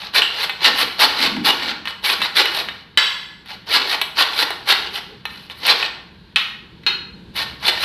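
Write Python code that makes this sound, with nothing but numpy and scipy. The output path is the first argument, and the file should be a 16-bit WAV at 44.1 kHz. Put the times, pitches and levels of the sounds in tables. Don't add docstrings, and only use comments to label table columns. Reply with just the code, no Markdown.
import sys
import numpy as np
from scipy import signal
from scipy.fft import rfft, irfft
from scipy.io import wavfile
from scipy.ndimage import uniform_filter1d

SR = 44100
rng = np.random.default_rng(int(sys.argv[2]) if len(sys.argv) > 2 else 0)


def materialize(psi):
    bounded = np.clip(np.atleast_2d(psi).T, -1, 1)
    quanta = np.round(bounded * 32767).astype(np.int16)
    wavfile.write(sys.argv[1], SR, quanta)


def field_ratio(decibels):
    return 10 ** (np.asarray(decibels, dtype=float) / 20)


N = 345744

# (frequency [Hz], density [dB per Hz])
TRAFFIC_SPECTRUM = [(21, -63), (33, -36), (42, -9.5), (70, -17), (113, -4.5), (189, 4), (296, -4.5),
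                    (362, -0.5), (485, -11.5), (559, -26), (600, -34), (780, -48), (1320, -120)]
# (frequency [Hz], width [Hz], level [dB])
ENGINE_BANDS = [(67.8, 28, 7.5), (172, 23, 3.5), (187, 24, -13)]
# (time [s], level [dB])
TRAFFIC_LEVEL = [(0.0, -50.5), (1.4, -47), (2.0, -50), (4.3, -49), (4.6, -48), (6.3, -47.5), (7.2, -42.5),
                 (7.84, -43)]
# (frequency [Hz], density [dB per Hz])
AIR_SPECTRUM = [(350, -36), (600, -8), (954, 11), (1360, 1), (1580, 10), (2130, 4), (4240, 9.5),
                (7360, -32), (12000, -15), (15600, -67), (22000, -120)]

# (start [s], rise [s], hold [s], cutting level [dB], tooth hiss re cut [dB])
PUSHES = [(0.128, 0.023, 0.042, -11, -17), (0.6, 0.05, 0.035, -8, -21), (0.978, 0.024, .05, -8, -16.5),
          (1.43, 0.028, 0.046, -10, -16), (2.02, 0.032, 0.082, -16.5, -12.5),
          (2.34, 0.027, 0.049, -9.5, -18.5), (3.66, 0.084, 0.028, -10, -19),
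          (4.15, 0.042, 0.038, -9, -19.5), (4.655, 0.037, .035, -9.5, -17), (5.6, 0.085, 0.036, -9, -20.5),
          (7.335, 0.027, 0.071, -23.5, -15.5), (7.6, 0.08, 0.016, -11.5, -17.5)]
# (start [s], rise [s], hold [s], cutting level [dB], tooth hiss re cut [dB])
PULLS = [(0.0, 0.0012, 0.073, -33, -21), (0.33, 0.11, 0.0067, -17.5, -17.5),
         (0.74, 0.054, 0.036, -14, -14.5), (1.12, 0.11, 0.041, -14, -20),
         (1.58, 0.049, 0.084, -22.5, -24.5), (1.85, 0.034, 0.023, -30.5, -18),
         (2.2, 0.036, 0.023, -19.5, -20), (2.48, 0.08, 0.05, -21, -15.5), (2.66, 0.023, 0.0073, -43, -24),
         (3.45, 0.043, 0.053, -35.5, -20), (3.84, 0.072, 0.035, -19.5, -17),
         (4.31, 0.094, 0.026, -15.5, -15), (4.9, 0.05, 0.034, -26, -17), (5.28, 0.016, 0.17, -44.5, -15),
         (5.485, 0.023, 0.015, -39, -15), (5.52, 0.068, 0.017, -42.5, -11), (5.76, 0.019, 0.083, -25, -23),
         (7.76, 0.069, 0.021, -18, -17.5)]
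# (rise depth [dB], ease time [s], ease depth [dB], drag time [s], drag fade [dB])
PUSH_SHAPE = (32, 0.013, 15.5, .16, 10)
PULL_SHAPE = (17.3, 0.022, 19, 0.21, 11)
THRUM_LIFT = (1, -11.5, -1.5, -14.5, -11)
HISS_LIFT = (-4, 1, -4, -8, -11)
# (frequency [Hz], density [dB per Hz])
SCRAPE_SPECTRUM = [(410, -25), (700, -14.5), (824, 2), (903, -4.5), (1030, -1.5), (1230, -8.5), (1390, 2.5),
                   (1940, -9.5), (3010, 1.5), (4300, 1.5), (6590, -25.5), (8000, -26.5), (10400, -43.5),
                   (17600, -120)]
# (frequency [Hz], density [dB per Hz])
HISS_SPECTRUM = [(3820, -62), (6500, -17), (7310, -35), (8460, 2), (9260, 2.5), (11700, 9.5), (14000, -1.5),
                 (16000, -5)]
# (frequency [Hz], level [dB], decay t60 [s])
PIPE_MODES = [(824, -20, 0.05), (1170, -30.5, 0.45), (1254, -7.5, 0.22), (1656, -11.5, 0.35),
              (1827, -2.5, 0.36), (2040, 3, 0.115), (2190, -13.5, 0.15), (2290, -4.5, 0.43),
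              (2560, -1, 0.2), (2750, -13, 0.14), (2928, 1.3, 0.29), (3325, -22, 0.39), (3220, -9, 0.12),
              (3500, -8, 0.58), (3660, -10.5, 0.87), (3806, -6, 0.41), (4063, 2.5, 0.25), (4330, -6, 0.38),
              (5000, -71, 0.028), (4800, -18, 0.067), (5500, -15, 0.029)]
# (frequency [Hz], level [dB], decay t60 [s])
RIM_MODES = [(7650, -1, .3), (7730, 0, .35), (7827, -5, .3), (7962, -6, .25)]
# (frequency [Hz], width [Hz], level [dB])
FRAME_MODES = [(378, 118, -9), (459, 51, -5.5), (675, 43, -5), (824, 43, -4), (937, 92, 2),
               (1140, 35, -12.5)]

# (time [s], peak level [dB], rattle re peak [dB], rim ring re peak [dB], rattle t60 [s])
CLANKS = [
    (0.2196, -0.5, -13.5, -19, 0.37),
    (2.974, 3.5, -14, -13, 0.6),
    (6.3597, 0.5, -14.5, -33, 0.42),
    (6.8646, -0.5, -8.5, -67, 0.27),
]
# (frequency [Hz], width [Hz], level [dB])
CLANK_MODES = [
    [(2850, 40, 7), (2030, 130, -5), (3880, 51, -23), (4800, 32, -18)],
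    [(1100, 39, -15), (1720, 13.6, -8.5), (2090, 32, -1), (2770, 160, 6.5), (3077, 16, -4.5), (3356, 31, 3),
     (3760, 29, -18), (3836, 50, 3.5), (4530, 22, -2.5), (4780, 110, -29), (5290, 12, -13)],
    [(1340, 90, -15), (1700, 52, -18), (1900, 15, -10.5), (2170, 29, -4.5), (2560, 52, 1.5),
     (2940, 56, 3.5), (3320, 24, -6), (3500, 22, -28), (3700, 28, -5), (4080, 39, -0.5), (4630, 30, -42)],
    [(372, 42, -15), (1710, 28, -12.5), (2070, 28, -12), (2640, 52, -1), (2910, 27, -5.5), (3790, 22, 1),
     (4200, 13, -15), (4200, 7.7, -8), (4660, 17, -45), (4870, 21, -46)],
]
# (time [s], peak level [dB], low part re peak [dB], top re peak [dB], strongest ring [Hz])
KNOCKS = [(0.4308, -7, -30, -27, 4300), (0.4955, -7.5, -41, -27, 1500), (0.7898, -6, -34, -35, 2970),
          (1.3663, -20.5, 9, -25, 1425), (1.8551, -15, -29, -27, 1720), (1.8738, -9, -39, -41, 1720),
          (2.2049, -9, -31, -38, 1720), (2.2176, -2, -41, -26, 2640), (2.4566, -3.5, -26, -24, 1810),
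          (2.6867, -14, -36, -41, 1720), (3.4597, -31, -38, -18, 4370), (3.49, -36, -2, -27.5, 3960),
          (3.693, -23, -3, -15, 4200), (4.0149, 0, -13, -19, 4330), (4.3889, -16, -9, -21, 4370),
          (4.5056, -9.5, -4.5, -20, 4060), (5.254, -11.5, -28, -24.5, 1780), (5.499, -21.5, -5, -32, 2820),
          (5.666, -13.5, -20, -4.5, 4200), (5.8276, -5, -16, -32, 2500), (6.835, -30, -15, -32, 3040),
          (7.682, 4, -12, -26, 3473)]
# (middle [s], half length [s], frequency [Hz], level [dB])
GROANS = [(0.71, 0.085, 269, -31.5), (0.85, .08, 252.2, -34), (1.04, 0.035, 303, -42),
          (1.22, 0.091, 268.8, -32.5), (1.38, 0.21, 246, -25), (1.7, 0.25, 264, -38),
          (2.22, 0.052, 213, -35), (2.68, 0.14, 215, -47), (3.52, 0.051, 850, -37.5),
          (3.84, 0.15, 403.2, -34), (4.82, 0.19, 402.6, -37.5), (5.12, 0.094, 428.4, -44),
          (5.8, 0.11, 420, -37), (7.7, 0.047, 385, -33.5)]
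# (frequency [Hz], decay t60 [s])
ROOM_T60 = [(200, 0.73), (530, 0.56), (1390, 0.59), (3680, 0.48), (9700, 0.41)]


def rms_one(x):
    return x / np.sqrt(np.mean(x ** 2) + 1e-20)


def low_pass(x, order, hz):
    return signal.sosfilt(signal.butter(order, hz, fs=SR, output="sos"), x)


def high_pass(x, order, hz):
    return signal.sosfilt(signal.butter(order, hz, "high", fs=SR, output="sos"), x)


def at_hz(points, hz):
    table_hz, values = np.array(points).T
    return np.interp(np.log(hz), np.log(table_hz), values)


def colour(x, spectrum):
    size = 2048
    hz = np.arange(1, size // 2 + 2) * SR / size
    cepstrum = irfft(np.log(field_ratio(at_hz(spectrum, hz))), size)
    cepstrum[1:size // 2] *= 2
    cepstrum[size // 2 + 1:] = 0
    response = irfft(np.exp(rfft(cepstrum)), size)
    response = response / np.sqrt(np.sum(response ** 2))
    return signal.oaconvolve(x, response)[:len(x)]


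def drift(rate_hz):
    hop = 441
    knots = rng.standard_normal(N // hop + 300)
    r = np.exp(-2 * np.pi * rate_hz / 100)
    slow = rms_one(signal.lfilter([1], [1, -r], knots)[200:])
    return np.interp(np.arange(N) / hop, np.arange(len(slow)), slow)


def ring(force, hz, t60):
    r = field_ratio(-60 / (t60 * SR))
    w = 2 * np.pi * hz / SR
    return signal.lfilter([0.5, 0, -0.5], [1, -2 * r * np.cos(w), r * r], force + 1e-18)


def background():
    white = rng.standard_normal(N)
    engines = rms_one(sum(field_ratio(db) * rms_one(ring(white, hz, 2.55 / width)) for hz, width, db in ENGINE_BANDS))
    traffic = rms_one(colour(white, TRAFFIC_SPECTRUM)) + field_ratio(-2) * engines
    time_s, level_db = np.transpose(TRAFFIC_LEVEL)
    traffic *= field_ratio(np.interp(np.arange(N) / SR, time_s, level_db) + 0.72 * drift(19))
    return high_pass(traffic, 8, 35) + field_ratio(-51.5) * colour(rng.standard_normal(N), AIR_SPECTRUM)


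def contact():
    power = np.zeros((3, N))
    for strokes, shape in ((PUSHES, PUSH_SHAPE), (PULLS, PULL_SHAPE)):
        rise_db, ease_s, ease_db, drag_s, fade_db = shape
        shape_db = -np.array([rise_db, 0, 0, ease_db, ease_db + fade_db])
        for start_s, rise_s, hold_s, db, hiss_db in strokes:
            corners = np.cumsum(np.abs([start_s, rise_s, hold_s, ease_s, drag_s])) * SR
            span = np.arange(int(corners[0]), min(int(corners[-1]), N))
            lifts_db = (0, np.array(THRUM_LIFT), hiss_db + np.array(HISS_LIFT))
            for layer, lift_db in enumerate(lifts_db):
                power[layer, span] += field_ratio(np.interp(span, corners, db + shape_db + lift_db)) ** 2
    return uniform_filter1d(np.sqrt(power), size=200)


def teeth(per_s, spread_db, judder_db):
    force = field_ratio(spread_db * np.minimum(rng.exponential(1, N), 4)) * rng.choice([-1, 1], N)
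    catches = force * (rng.random(N) < per_s / SR)
    judder = np.repeat(rng.standard_normal(N // 100 + 1), 100)[:N]
    return rms_one(catches * field_ratio(judder_db * uniform_filter1d(judder, size=180)))


def patchy(x, patch_db):
    low = low_pass(x, 2, 1200)
    most = low_pass(x, 2, 2700)
    return sum(part * field_ratio(patch_db * drift(26)) for part in (low, most - low, x - most))


def muffle(x):
    return low_pass(x, 5, 5100)


def sawing():
    bite = teeth(per_s=4000, spread_db=1.8, judder_db=3.5)
    cut, load, fizz = contact()
    force = bite * cut
    thrum = bite * load
    scrape = field_ratio(-2) * patchy(colour(force, SCRAPE_SPECTRUM), patch_db=1.5)
    pipe = sum(ring(force * field_ratio(db + 11.3 * np.tanh(drift(25))), hz, 0.067 * t60) for hz, db, t60 in PIPE_MODES)
    frame = sum(ring(thrum * field_ratio(db + 8.2 * np.tanh(drift(12))), hz, 0.81 / width)
                for hz, width, db in FRAME_MODES)
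    rim = sum(ring(force * field_ratio(db + 3 * drift(2.5)), hz, 0.3 * t60) for hz, db, t60 in RIM_MODES)
    hiss = colour(teeth(per_s=4700, spread_db=-1.5, judder_db=-2) * fizz, HISS_SPECTRUM)
    return scrape + muffle(field_ratio(-31) * pipe + field_ratio(-26.5) * frame) + field_ratio(-60) * rim + field_ratio(2.5) * hiss


def dying_noise(t60, size):
    return rng.standard_normal(size) * field_ratio(-60 * np.arange(size) / SR / t60)


def snap(t60, size):
    spray = 0.45 * dying_noise(t60, size)
    tick = 5.0 * (np.arange(size) == 8)
    return spray + tick


def clanks():
    size = 20000
    out = np.zeros(N + size)
    for (s, peak_db, rattle_db, rim_db, rattle_t60), modes in zip(CLANKS, CLANK_MODES):
        crack = snap(0.072, size)
        rattle = dying_noise(rattle_t60, size)
        force = 1.24 * crack + field_ratio(rattle_db) * rattle
        scrape = high_pass(muffle(colour(force, SCRAPE_SPECTRUM)), 2, 900)
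        hiss = colour(crack + field_ratio(-9.5) * rattle, HISS_SPECTRUM)
        rings = muffle(sum(field_ratio(db - 22) * ring(force, hz, 0.65 / width) for hz, width, db in modes))
        rim = sum(field_ratio(db + rim_db - 38) * ring(force, hz, 0.56 * t60) for hz, db, t60 in RIM_MODES)
        sound = field_ratio(-8.5) * scrape + field_ratio(-29 + 0.06 * rim_db) * hiss + rings + rim
        start = int(s * SR)
        out[start:start + size] += field_ratio(peak_db) * sound
    return out[:N]


def knocks():
    out = np.zeros(N + 9000)
    for s, peak_db, low_db, top_db, favoured_hz in KNOCKS:
        crack = np.pad(snap(0.03, size=1000), (0, 6000))
        luck_db = rng.normal(0, 1.6, len(PIPE_MODES))
        body = field_ratio(-27) * ring(crack, favoured_hz, 0.03)
        body += sum(field_ratio(db + extra_db - 29.5) * ring(crack, hz, 0.23 * t60)
                    for (hz, db, t60), extra_db in zip(PIPE_MODES, luck_db))
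        body += sum(field_ratio(db + low_db - 24) * ring(crack, hz, 1.74 / width) for hz, width, db in FRAME_MODES)
        rim = sum(field_ratio(db - 62) * ring(crack, hz, t60) for hz, db, t60 in RIM_MODES)
        scrape = field_ratio(-3) * colour(crack, SCRAPE_SPECTRUM)
        hiss = field_ratio(top_db + 5) * colour(crack, HISS_SPECTRUM)
        sound = muffle(body + scrape) + rim + hiss
        start = int(s * SR)
        out[start:start + len(sound)] += field_ratio(peak_db) * sound
    return out[:N]


def groan():
    t = np.arange(N) / SR
    middle_s, _, pitch_hz, _ = np.transpose(GROANS)
    phase = 2 * np.pi * np.cumsum(np.interp(t, middle_s, pitch_hz)) / SR
    swell = sum(field_ratio(db) * np.cos(np.pi / 2 * np.clip((t - s) / half_s, -1, 1)) ** 2
                for s, half_s, _, db in GROANS)
    wobble = low_pass(rng.standard_normal((2, N)), 2, 55)
    return swell * rms_one(wobble[0] * np.cos(phase) + wobble[1] * np.sin(phase))


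def room(x):
    t = np.arange(SR) / SR
    edges = 150 * 2 ** np.arange(0, 7.1, 0.5)
    tails = np.zeros((4, SR))
    for low, high in zip(edges, edges[1:]):
        band_filter = signal.butter(2, [low, high], "band", fs=SR, output="sos")
        band = signal.sosfilt(band_filter, rng.standard_normal((4, SR)))
        hz = np.sqrt(low * high)
        tails += band * field_ratio(-60 * t / at_hz(ROOM_T60, hz) - 1.06 * np.log2(hz / 1000))
    tails *= np.clip(t / 0.0013, 0, 1)
    tails /= np.sqrt(np.sum(tails[0] ** 2))
    turn = np.arange(N) / SR / 0.03
    distance = (turn - np.arange(4)[:, None] + 2) % 4 - 2
    share = np.cos(np.pi / 2 * np.clip(distance, -1, 1))
    return signal.oaconvolve(x * share, tails, axes=1)[:, :N].sum(axis=0)


def scene():
    far = background()
    near = sawing() + clanks() + knocks()
    near = high_pass(near, 4, 300)
    return (near + groan() + field_ratio(-7) * room(near) + far)[None]


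def top_cut(x):
    return signal.sosfilt(signal.butter(12, 16190, fs=SR, output="sos"), x)


def record(dry):
    level_db = 10 * np.log10(uniform_filter1d(dry[0] ** 2, size=220) + 1e-12)
    fall_db = 45 * np.arange(N) / SR
    held_db = np.maximum.accumulate(level_db + fall_db) - fall_db
    r = np.exp(-1 / (0.00043 * SR))
    duck_db = signal.lfilter([1 - r], [1, -r], 0.17 * np.maximum(held_db + 20.5, 0))
    mix = 1.145 * np.tanh(dry * field_ratio(-duck_db) / 1.37)
    mix = signal.sosfilt(signal.cheby2(12, 60, 16000, fs=SR, output="sos"), mix)
    mix = np.clip(mix, -1, 1)
    return top_cut(mix)


dry = scene()
out = record(dry)
materialize(out)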